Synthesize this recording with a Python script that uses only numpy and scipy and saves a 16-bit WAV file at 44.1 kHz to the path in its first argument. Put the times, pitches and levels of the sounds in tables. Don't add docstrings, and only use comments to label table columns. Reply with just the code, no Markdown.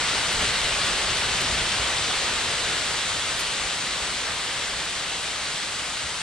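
import sys
import numpy as np
from scipy import signal
from scipy.fft import rfft, irfft, next_fast_len
from scipy.io import wavfile
from scipy.ndimage import uniform_filter1d

SR = 44100
rng = np.random.default_rng(int(sys.argv[2]) if len(sys.argv) > 2 else 0)


def transcribe(signal):
    frames = np.atleast_2d(signal).T
    limited = np.clip(frames, -1, 1)
    pcm = np.round(limited * 32767).astype(np.int16)
    wavfile.write(sys.argv[1], SR, pcm)


N = 274291
HOP = 128
TIME_S = np.arange(N) / SR
FRAME_S = np.arange(N // HOP + 6) * HOP / SR
BIN_HZ = np.fft.rfftfreq(4 * HOP, 1 / SR)

# (time [s], clatter level [dB], coarse rubble share [dB], fine grit share [dB])
FLOW = [(0.0, -26, -10.5, -8.5), (1.5, -26, -10.5, -8.5), (2.7, -27, -11, -8.5), (3.26, -28.5, -11.5, -7.5),
        (4.75, -30, -11.5, -8), (6.22, -31.6, -12.5, -6.5)]


def gain_of(db):
    return 10 ** (np.asarray(db) / 20)


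def unit_rms(x):
    return x / np.sqrt(np.mean(x ** 2) + 1e-20)


def at_hz(rows, hz, column=1):
    table = np.transpose(rows)
    return np.interp(np.log(hz + 1), np.log(table[0] + 1), table[column])


def at_time(rows, time_s):
    knots_s, *columns = np.transpose(rows)
    return [np.interp(time_s, knots_s, column) for column in columns]


def bell(centre_s, sigma_s):
    return np.exp(-.5 * ((TIME_S - centre_s) / sigma_s) ** 2)


def swells_db(rows):
    return sum(db * bell(centre_s, sigma_s) for centre_s, db, sigma_s in rows)


def coloured(x, spectrum):
    size = next_fast_len(N)
    gain = gain_of(at_hz(spectrum, np.fft.rfftfreq(size, 1 / SR)))
    return unit_rms(irfft(rfft(x, size) * gain, size)[..., :N])


def spectra(x):
    padded = np.pad(x, ((0, 0), (0, 8 * HOP)))
    return signal.stft(padded, nperseg=4 * HOP, noverlap=3 * HOP)[2][..., :len(FRAME_S)]


def stereo(fields):
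    # (frequency [Hz], coherence [0-1], left lead [rad], left over right [dB])
    ports = [(260, 1.0, -0.26, 0), (330, 0.99, -0.5, -0.8), (500, 0.87, 0.02, 0), (1400, 0.85, -0.07, 0.2),
             (2500, 0.69, 0.13, 0.2), (3300, 0.76, 0.36, 0.8), (4500, 0.67, 0.72, 1.7),
             (5500, 0.64, 0.88, 2.5), (6850, 0.6, 1.9, 2.5), (8200, 0.63, 1.04, 4),
             (9600, 0.62, 1.02, -0.5), (10800, 0.51, 2.5, 0.5), (12400, 0.4, 3, 0)]
    coherence, lead_rad, lean_db = (at_hz(ports, BIN_HZ, column)[:, None] for column in (1, 2, 3))
    right = (coherence * fields[0] + np.sqrt(1 - coherence ** 2) * fields[1]) * np.exp(-1j * lead_rad)
    pair = np.array([fields[0] * gain_of(lean_db / 2), right * gain_of(-lean_db / 2)])
    return unit_rms(signal.istft(pair, nperseg=4 * HOP, noverlap=3 * HOP)[1][:, :N])


def impacts(per_s, spread_db):
    size = gain_of(spread_db * np.minimum(rng.exponential(1, (2, N)), 4))
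    polarity = rng.choice([-1, 1], (2, N))
    hits = rng.random((2, N)) < per_s / SR
    return unit_rms(size * polarity * hits)


def patches(bins, frames):
    field = rng.standard_normal((len(BIN_HZ), len(FRAME_S)))
    return unit_rms(uniform_filter1d(uniform_filter1d(field, bins, axis=0), frames, axis=1))


def slide(level_db=2.0, near_db=-5, patchy_db=0.67, surge_db=0.27, rubble_hz=850, grit_hz=5200):
    # (frequency [Hz], level [dB])
    rush_spectrum = [(100, -20), (270, -9), (440, -4.2), (760, -4), (1250, -1.63), (2080, 0), (2450, -1.1),
                     (3150, 0.6), (4100, -.6), (5600, -6), (8100, -7), (9300, -12), (11000, -21.5),
                     (13500, -44.5)]
    # (frequency [Hz], width [Hz], boost [dB])
    block_rings = [(640, 60, 1.5), (884, 60, 1.5), (1200, 55, 1), (1385, 45, 0.9), (1500, 70, 1.4),
                   (1675, 40, -1.5), (2850, 90, 1.0)]
    # (centre [s], swell [dB], sigma [s])
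    bursts = [(.44, 2, 0.022)]
    far = rng.standard_normal((2, N))
    near = gain_of(near_db) * impacts(per_s=5000, spread_db=3.0)
    stones = unit_rms(far + near)
    flow_db, rubble_db, grit_db = at_time(FLOW, FRAME_S)
    hz = BIN_HZ[:, None]
    rings_db = sum(db / (1 + (2 * (hz - ring_hz) / width_hz) ** 2)
                   for ring_hz, width_hz, db in block_rings)
    bass_db = (rubble_db - rubble_db.mean()) / (1 + (hz / rubble_hz) ** 4)
    treble_db = (grit_db - grit_db.mean()) / (1 + (grit_hz / (hz + 1)) ** 6)
    clumps_db = patchy_db * patches(bins=9, frames=18) + surge_db * patches(bins=70, frames=14)
    colour_db = at_hz(rush_spectrum, hz) + rings_db + bass_db + treble_db + clumps_db
    rush = stereo(spectra(stones) * gain_of(colour_db))
    return rush * gain_of(level_db + np.interp(TIME_S, FRAME_S, flow_db) + swells_db(bursts))


def rumble(level_db=-42.0, ebb_ratio=1.1, deep_hz=50, deep_db=1.2, deep_ratio=1.6):
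    # (frequency [Hz], level [dB])
    ground_spectrum = [(8, -20), (19, -13), (30, -2.5), (48, -2.5), (62, 0.5), (76, -2), (110, -2.5),
                       (185, -4.5), (280, -11.5), (600, -37), (2000, -80)]
    # (centre [s], swell [dB], sigma [s])
    slumps = [(.39, 4, .06), (.72, 1.5, .12), (1.5, 3.3, .25)]
    flow_db = at_time(FLOW, TIME_S)[0]
    mass_db = ebb_ratio * (flow_db - flow_db[0]) + swells_db(slumps)
    shake = coloured(rng.standard_normal(N), ground_spectrum)
    deep = signal.sosfiltfilt(signal.butter(2, deep_hz, fs=SR, output="sos"), shake, padtype="even")
    upper = gain_of(mass_db) * (shake - deep)
    return gain_of(level_db) * (upper + gain_of(deep_db + deep_ratio * mass_db) * deep)


def grit_sprays():
    # (centre [s], level [dB], sigma [s])
    showers = [(.33, -41, .008), (.417, -40, .005), (.871, -41, .006), (1.185, -42, .005),
               (1.416, -33, .004), (3.403, -34.5, .013), (4.853, -43, .005)]
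    # (frequency [Hz], level [dB])
    grit_spectrum = [(300, -40), (2500, -8), (5500, -1), (9500, -1), (11500, -4), (14000, -17)]
    envelope = sum(gain_of(db) * bell(centre_s, sigma_s) for centre_s, db, sigma_s in showers)
    ticks = coloured(impacts(per_s=3500, spread_db=2.5), grit_spectrum)
    return envelope * stereo(spectra(ticks))


def boulders(level_db=-1, rise_s=.003, decay_cycles=1.6, crunch_gain=.3):
    # (time [s], level [dB], pitch [Hz])
    landings = [(.366, -32, 42), (.406, -33, 58), (.431, -32, 170), (.446, -33, 130), (.645, -33, 45),
                (.73, -34, 65), (1.125, -34, 135), (1.532, -34, 62), (1.61, -33, 38), (1.792, -30.5, 58),
                (2.485, -33.5, 100), (2.73, -32, 160), (3.652, -39, 80), (4.018, -37, 65), (4.73, -39, 54),
                (5.538, -37.5, 150), (6.038, -36.5, 70)]
    crunch_spectrum = [(40, -20), (120, -1), (300, -6), (1200, -30), (5000, -70)]
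    crunch = coloured(rng.standard_normal(N), crunch_spectrum)
    out = np.zeros(N)
    for start_s, db, pitch_hz in landings:
        start = round(start_s * SR)
        span = slice(start, start + SR // 4)
        age_s = TIME_S[span] - TIME_S[start]
        envelope = (1 - np.exp(-age_s / rise_s)) * np.exp(-age_s * pitch_hz / decay_cycles)
        thud = np.sin(2 * np.pi * pitch_hz * age_s) + crunch_gain * crunch[span]
        out[span] += gain_of(level_db + db) * envelope / envelope.max() * thud
    return out


def scene():
    return slide() + rumble() + grit_sprays() + boulders()


def record(dry):
    cutoff_hz = 14400
    taps = signal.firwin(511, cutoff_hz, window=("kaiser", 9), fs=SR)
    return signal.oaconvolve(dry, taps[None], "same")


dry = scene()
out = record(dry)
transcribe(out)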